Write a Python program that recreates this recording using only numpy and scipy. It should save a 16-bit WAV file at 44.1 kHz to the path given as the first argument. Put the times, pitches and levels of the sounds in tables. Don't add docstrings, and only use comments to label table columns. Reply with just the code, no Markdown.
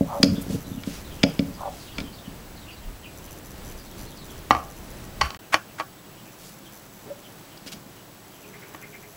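import sys
import numpy as np
from scipy import signal
from scipy.fft import rfft, irfft
from scipy.io import wavfile
from scipy.ndimage import uniform_filter1d

SR = 44100
rng = np.random.default_rng(int(sys.argv[2]) if len(sys.argv) > 2 else 0)


def inscribe(sig):
    pcm = np.round(np.clip(np.atleast_2d(sig).T, -1, 1) * 32767)
    wavfile.write(sys.argv[1], SR, pcm.astype(np.int16))


N = 403956
DROPOUT_START_S, DROPOUT_END_S = 5.373, 5.391


def amp(db):
    return 10 ** (np.asarray(db) / 20)


def clock(length_s):
    return np.arange(max(int(length_s * SR), 8)) / SR


def unit(x):
    return x / np.sqrt(np.mean(x ** 2) + 1e-20)


def attack_level(x, db, samples=660):
    return x * amp(db) / np.sqrt(np.mean(x[:samples] ** 2))


def add(out, start_s, x):
    i = max(int(start_s * SR), 0)
    out[i:i + len(x)] += x[:max(N - i, 0)]


def wander(n, rate_hz):
    knots = rng.standard_normal(int(n * rate_hz / SR) + 2)
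    return np.interp(np.arange(n) * rate_hz / SR, np.arange(len(knots)), knots)


def on_log_axis(hz, points):
    f, value = np.transpose(points)
    return np.interp(np.log(np.maximum(hz, 1)), np.log(f), value)


def coloured(points):
    gain = amp(on_log_axis(np.fft.rfftfreq(N, 1 / SR), points))
    return unit(irfft(rfft(rng.standard_normal(N)) * gain, N))


def noise_bands(bands):
    f = np.fft.rfftfreq(N, 1 / SR)
    gain = sum(amp(db) * unit(np.exp(-2 * ((f - hz) / width_hz) ** 2)) for hz, width_hz, db in bands)
    return irfft(rfft(rng.standard_normal(N)) * gain, N)


def ring(modes, weight_db=0):
    t = clock(.3)
    hz, db, t60_s = np.transpose(modes)
    hz = hz * (1 + 0.0075 * rng.standard_normal(len(hz)))
    decay = np.exp(-np.log(1000) * t / t60_s[:, None])
    swing = amp(db + weight_db) @ (np.sin(2 * np.pi * hz[:, None] * t) * decay)
    edges_hz = [0.92 * hz.min(), min(1.15 * hz.max(), SR / 3)]
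    return signal.sosfilt(signal.butter(2, edges_hz, "band", fs=SR, output="sos"), swing)


def contact(chatter_s):
    t = clock(.05)
    envelope = np.exp(-(t / chatter_s - 1) ** 2)
    burst = rng.standard_normal(len(t))
    for _ in range(6):
        burst = irfft(np.exp(1j * np.angle(rfft(burst * envelope))), len(t))
    return burst * np.sqrt(envelope)


def strike(modes, weight_db, chatter_s, crack_hz, crack_db, crack_s):
    body = signal.fftconvolve(ring(modes, weight_db), contact(chatter_s))
    sos = signal.butter(1, np.minimum(crack_hz, SR / 3), "band", fs=SR, output="sos")
    burst = contact(chatter_s + crack_s)
    crack = signal.sosfilt(np.vstack([sos, sos]), np.pad(burst, (0, len(body) - len(burst))))
    return attack_level(body, 0) + attack_level(crack, crack_db)


def yard(x, wet_db, t60_scale):
    # frequency in Hz, unscaled t60 in seconds.
    decay_times = [(100, 0.34), (260, 0.16), (700, 0.26), (1840, 0.19), (4850, 0.18), (12000, 0.15)]
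    t, gap_s = clock(.8), 0.0012
    edges_hz = np.geomspace(50, 16000, 9)
    noise, tail = rng.standard_normal(len(t)), 0
    for lo, hi in zip(edges_hz, edges_hz[1:]):
        band = signal.sosfilt(signal.butter(2, [lo, hi], "band", fs=SR, output="sos"), noise)
        t60_s = t60_scale * on_log_axis(np.sqrt(lo * hi), decay_times)
        tail = tail + band * np.exp(-np.log(1000) * t / t60_s)
    tail = tail * np.clip(t / gap_s - 1, 0, 1)
    return x + amp(wet_db) * signal.fftconvolve(x, tail / np.linalg.norm(tail))[:N]


def air():
    # frequency in Hz, relative density in dB.
    spectrum = [(15, -56), (25, -10.5), (79, -13), (115, -4.5), (203, -4), (245, -11), (296, -6.5),
                (387, -9), (419, -13), (644, -11.5), (736, -13), (2270, -21), (2900, -22), (6840, -25.5),
                (15300, -36.5)]
    return amp(-47) * coloured(spectrum) * amp(.5 * wander(N, rate_hz=8.8))


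def rumble():
    # frequency in Hz, relative density in dB.
    spectrum = [(18, -7.5), (30, 2.5), (60, -1), (120, -5), (300, -9.5), (700, -18), (1500, -23),
                (4000, -29), (15000, -37)]
    # time in seconds, mean level in dB.
    levels = [(0, -41.5), (1.7, -41.5), (2.3, -41.5), (2.6, -45), (3.9, -42), (4.7, -43.5), (5.3, -44)]
    t = np.arange(N) / SR
    mean_db = np.interp(t, *np.transpose(levels))
    return coloured(spectrum) * amp(mean_db + 2.43 * wander(N, rate_hz=9)) * (t < DROPOUT_END_S)


def hum():
    # centre in Hz, width in Hz, level in dB before the swell.
    bands = [(379, 11, -57.5), (417, 14, -52.5)]
    # time in seconds, gain in dB.
    swell = [(8.2, -30), (8.55, -2), (9.15, -5)]
    return noise_bands(bands) * amp(np.interp(np.arange(N) / SR, *np.transpose(swell)))


def camera_whine():
    # frequency in Hz, level in dB.
    tones = [(7852, -71.5), (7882, -67), (11985, -67.5), (15735, -66)]
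    # centre in Hz, width in Hz, level in dB.
    hiss = [(7900, 160, -80), (11570, 2300, -61), (15400, 160, -59.5)]
    t = np.arange(N) / SR
    return noise_bands(hiss) + sum(amp(db) * unit(np.sin(2 * np.pi * hz * t)) for hz, db in tones)


def focus_motor():
    # frequency in Hz, relative level in dB, t60 in seconds.
    modes = [(6090, 3.5, 0.011), (7070, 3.5, .005), (10300, 0, 0.0071), (11060, -5.5, 0.019),
             (11900, -2, 0.034)]
    # start in seconds, end in seconds, level in dB.
    hunts = [(0, 1.63, -56.5), (3.172, 4.4, -54), (4.499, 5.06, -56.5), (6.25, 7.42, -59.5),
             (8.271, 9.5, -59)]
    burst_gap_s, step_s = 1 / 15, 1 / 100
    out = np.zeros(N)
    for start_s, end_s, db in hunts:
        steps = np.zeros(len(clock(end_s - start_s)))
        for burst_s in np.arange(0, end_s - start_s, burst_gap_s):
            count = rng.choice([1, 2, 2, 3, 3, 6])
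            at = ((burst_s + step_s * (np.arange(count) + rng.random())) * SR).astype(int)
            steps[at[at < len(steps)]] = amp(2 * rng.standard_normal())
        tick = signal.fftconvolve(ring(modes), contact(chatter_s=.0015))
        ticks = signal.fftconvolve(steps, tick)[:len(steps)]
        add(out, start_s, amp(db) * unit(ticks))
    return out


def whistle(length_s, start_hz, end_hz, rasp):
    n = len(clock(length_s))
    waver = .05 * wander(n, rate_hz=130) + .2 * rasp * wander(n, rate_hz=1400)
    hz = np.geomspace(start_hz, end_hz, n) * (1 + waver)
    return unit(np.sin(2 * np.pi * np.cumsum(hz) / SR) * np.hanning(n) ** .5)


def song_note(hz):
    return whistle(length_s=0.055, start_hz=hz, end_hz=hz * 2 ** -0.201, rasp=0.327)


def birds():
    # start in seconds, top pitch in Hz, relative level in dB.
    runs = [(0.64, 4430, -53.5), (1.041, 4360, -50), (1.52, 4810, -55), (1.78, 4750, -51),
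            (1.929, 4620, -52), (2.11, 4500, -50.5), (2.55, 4720, -53), (2.69, 4800, -55),
            (3.55, 4600, -60), (3.77, 5020, -55), (3.98, 5160, -54), (4.15, 4880, -51), (5.97, 4000, -60)]
    # start in seconds, starting pitch in Hz, relative level in dB.
    chirps = [(0.345, 3670, -43), (1.28, 3190, -49.5), (1.86, 3280, -50), (2.03, 3380, -53),
              (2.665, 2850, -46.5), (3.025, 3015, -45.5), (3.26, 3200, -55), (5.41, 2850, -58),
              (5.67, 3000, -56), (6.156, 3128, -54), (6.24, 2888, -55), (6.64, 3530, -52.5),
              (7.23, 3320, -51), (7.5, 3055, -54), (7.951, 3310, -56.5), (8.32, 3300, -56),
              (8.415, 2740, -53)]
    # start in seconds, relative level in dB.
    harsh_calls = [(8.525, -47.5), (8.612, -48), (8.813, -44.5), (8.922, -44.5), (9.018, -49.5)]
    gap_s, step_oct = 0.062, 0.24
    out = np.zeros(N)
    for start_s, top_hz, db in runs:
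        for k in range(3):
            late, detune = rng.uniform(-.2, .2, 2)
            hz = top_hz * 2 ** (-(k + detune) * step_oct)
            add(out, start_s + (k + late) * gap_s, amp(db) * song_note(hz))
    for start_s, hz, db in chirps:
        add(out, start_s, amp(db) * song_note(hz))
    for start_s, db in harsh_calls:
        add(out, start_s, amp(db) * whistle(length_s=0.043, start_hz=2200, end_hz=2000, rasp=0.7))
    return amp(-4) * yard(out, wet_db=0, t60_scale=1.3)


def slide(length_s, start_hz, end_hz, width_oct):
    n = len(clock(length_s))
    grains = rfft(rng.standard_normal(n) * amp(2.45 * wander(n, rate_hz=600)))
    octaves = np.log2(np.fft.rfftfreq(n, 1 / SR) + 1)
    bands = [np.exp(-2 * ((octaves - np.log2(hz)) / width_oct) ** 2) for hz in (start_hz, end_hz)]
    first, last = (unit(irfft(grains * band, n)) for band in bands)
    fade = np.linspace(0, 1, n)
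    return unit((first * (1 - fade) + last * fade) * signal.windows.tukey(n, .85))


def squeak(length_s, hz):
    n = len(clock(length_s))
    phase = 2 * np.pi * np.cumsum(hz * (1 + 0.023 * wander(n, rate_hz=190))) / SR
    return unit(np.sin(phase) * np.hanning(n))


def handling():
    # start in seconds, level in dB.
    swishes = [(0.062, -34), (1.565, -36)]
    # start in seconds, length in seconds, level in dB.
    scuffs = [(5.217, 0.072, -38), (5.519, 0.037, -26.5), (5.556, 0.02, -41), (5.777, 0.036, -39.5)]
    # start in seconds, length in seconds, level in dB, centre in Hz.
    brushes = [(0.404, 0.032, -43, 10000), (0.47, 0.11, -46, 4400), (0.811, 0.23, -47.5, 3400),
               (1.602, 0.39, -54.5, 4200), (6.352, 0.2, -53, 4800), (7.019, 0.117, -47.5, 300),
               (7.656, 0.046, -44, 3000), (7.711, 0.034, -41, 3020), (8.399, 0.61, -56.5, 1070)]
    bumps = [(2.821, 0.12, -35.5, 40), (5.211, 0.041, -33.5, 95)]
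    squeaks = [(7.094, 0.033, -38.5, 552)]
    out = np.zeros(N)
    for start_s, db in swishes:
        add(out, start_s, amp(db) * slide(length_s=0.16, start_hz=940, end_hz=640, width_oct=0.61))
    for start_s, length_s, db in scuffs:
        add(out, start_s, amp(db) * slide(length_s, 1480, 1480, width_oct=1.3))
        add(out, start_s, amp(db - 11.5) * slide(length_s, 5600, 5600, width_oct=1.5))
    for start_s, length_s, db, hz in brushes:
        add(out, start_s, amp(db) * slide(length_s, hz, hz, width_oct=2.2))
    for start_s, length_s, db, hz in bumps:
        add(out, start_s, amp(db) * slide(length_s, hz, hz, width_oct=0.98))
    for start_s, length_s, db, hz in squeaks:
        add(out, start_s, amp(db) * squeak(length_s, hz))
    return yard(out, wet_db=-5.5, t60_scale=0.99)


def clacks():
    # start in seconds, level in dB, chatter in seconds, tilt in dB/octave, thump in dB.
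    landings = [(4.5076, -10.5, 0.00042, -6, -20), (4.5122, -23.5, 0.0005, 4, -25),
                (4.5495, -24, 0.00058, -5.5, -33), (4.566, -31, .0004, -6, -40),
                (5.209, -19, 0.0046, 8.5, -44), (5.216, -20, 0.0023, 1, -56),
                (5.303, -36.5, 0.0021, 11, -52), (5.3456, -40, 0.00048, 9, -60),
                (5.5414, -14, .0012, 3.5, -31.5), (5.798, -27, 0.0016, 1.5, -43),
                (5.8054, -28.5, 0.0015, -2.5, -71), (8.745, -40.5, 0.0025, 2.5, -46)]
    # frequency in Hz, relative level in dB, t60 in seconds.
    object_modes = [(590, -25, 0.043), (813.3, -7, 0.061), (907, 2.5, 0.027), (1080, -1.5, 0.031),
                    (1120, 1.5, 0.044), (1160, 4.5, 0.03), (1680, -7, 0.035), (1920, 3, 0.023),
                    (2170, -6.5, 0.027), (2220, -8, 0.011), (2880, -14, .011), (3040, -9.5, 0.037),
                    (4060, -14.5, 0.014), (4460, -2, 0.0093), (5520, -12, 0.015)]
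    support_modes = [(87, -7, .09), (119.5, -1.5, 0.12), (280, -4, 0.1), (311, 3.5, 0.11),
                     (393, -1.5, 0.017)]
    octaves = np.log2(np.array(object_modes)[:, 0] / 1000)
    out = np.zeros(N)
    for start_s, db, chatter_s, tilt, thump_db in landings:
        hit = strike(object_modes, tilt * octaves, chatter_s,
                     crack_hz=[900, 3600], crack_db=-11 + 0.88 * tilt, crack_s=.001)
        add(out, start_s, attack_level(hit, db))
        add(out, start_s, attack_level(ring(support_modes), thump_db))
    early = np.arange(N) / SR < DROPOUT_START_S
    return yard(out * early, wet_db=-7.5, t60_scale=1.43) + yard(out * ~early, wet_db=-6, t60_scale=0.38)


def table_push(push_s):
    # frequency in Hz, relative level in dB, t60 in seconds.
    modes = [(100, -22.5, 0.074), (153, -10, 0.023), (196.3, -6, 0.088), (232, 5, 0.033),
             (277.6, -0.5, 0.11), (326, -18, 0.063), (364.5, -12.5, 0.12), (453, -3, 0.04),
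             (553.5, -6.5, 0.075), (627, 1, 0.027), (810, -10.5, 0.045)]
    return np.convolve(ring(modes), np.hanning(len(clock(push_s))))


def table_thuds():
    # start in seconds, level in dB, push in seconds, low cut in Hz.
    knocks = [(0.009, -15, 0.0016, 80), (0.2, -25, 0.0015, 150), (0.2346, -11.5, 0.0021, 203),
              (0.38, -25.5, 0.0023, 149), (0.503, -23, 0.0025, 110), (0.712, -30, 0.0071, 122),
              (0.775, -31, 0.0064, 120), (0.873, -25.5, 0.00242, 159), (1.2372, -12.5, 0.001, 92),
              (1.3935, -16.5, 0.0021, 111), (1.986, -31.5, 0.00092, 130), (2.276, -33.5, 0.0049, 110),
              (7.663, -41.5, 0.0017, 170), (7.86, -45, 0.002, 170)]
    # start in seconds, length in seconds, level in dB.
    judders = [(0.244, 0.125, -25.5), (0.449, 0.13, -29), (0.6, 0.3, -40.5), (1.43, 0.1, -38),
               (1.997, 0.053, -37), (7.68, 0.22, -52)]
    rebound_s, rebound_db = 0.026, -15
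    out = np.zeros(N)
    for start_s, db, push_s, cut_hz in knocks:
        thud = signal.sosfilt(signal.butter(2, cut_hz, "high", fs=SR, output="sos"), table_push(push_s))
        for k in range(3):
            delay_s = k * rebound_s * rng.uniform(.9, 1.2)
            add(out, start_s + delay_s, attack_level(thud, db + k * rebound_db))
    for start_s, length_s, db in judders:
        n = len(clock(length_s))
        slips = rng.standard_normal(n) * amp(6 * wander(n, rate_hz=120)) * signal.windows.tukey(n, .5)
        shake = signal.fftconvolve(slips, table_push(push_s=0.0023))
        add(out, start_s, attack_level(shake, db, samples=n))
    return yard(out, wet_db=-6.5, t60_scale=1.0)


def steel_clanks():
    # start in seconds, level in dB, chatter in seconds, favoured frequency in Hz.
    clanks = [(0.228, -14, 0.0029, 4760), (0.229, -19.5, 0.0018, 2360), (0.2422, -30, 0.0014, 4900),
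              (0.834, -41.5, 0.0018, 2790), (1.231, -22.5, 0.0015, 3360), (1.235, -19.5, 0.0013, 3200),
              (1.391, -31, 0.0016, 3200), (1.981, -31, 0.0028, 2450), (2.002, -37.5, 0.00123, 3260),
              (7.571, -48.5, 0.0048, 4500), (7.671, -43, 0.0057, 5130)]
    # frequency in Hz, relative level in dB, t60 in seconds.
    modes = [(1414, -3, 0.041), (2040, -23, 0.065), (2324, -7.5, 0.036), (2479, -6.5, 0.013),
             (2900, -13, 0.019), (3300, -2.5, 0.01), (3490, -12, 0.02), (4180, -15, 0.037),
             (4420, -9, 0.028), (4610, -18, 0.018), (4790, -5, 0.032), (5100, -3, 0.017),
             (6530, -14, 0.042)]
    out = np.zeros(N)
    for start_s, db, chatter_s, hz in clanks:
        place_db = -14 * np.abs(np.log2(np.array(modes)[:, 0] / hz))
        hit = strike(modes, place_db, chatter_s,
                     crack_hz=[0.51 * hz, 1.44 * hz], crack_db=-6, crack_s=0.00125)
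        add(out, start_s, attack_level(hit, db))
    return yard(out, wet_db=-14, t60_scale=2.2)


def scene():
    mid = steel_clanks() + table_thuds() + clacks() + handling() + birds()
    mid += air() + rumble() + hum() + camera_whine() + focus_motor()
    side = noise_bands([(9550, 14500, -95.5)])
    return np.array([mid + side, mid - side])


def record(dry):
    t = np.arange(N) / SR
    dropout = (t > DROPOUT_START_S) & (t < DROPOUT_END_S)
    gate = uniform_filter1d(1.0 - dropout, size=90)
    top_hz = 15950
    lowpass = signal.ellip(10, .2, 70, top_hz, fs=SR, output="sos")
    return signal.sosfilt(lowpass, np.clip(dry * gate, -1, 1))


dry = scene()
out = record(dry)
inscribe(out)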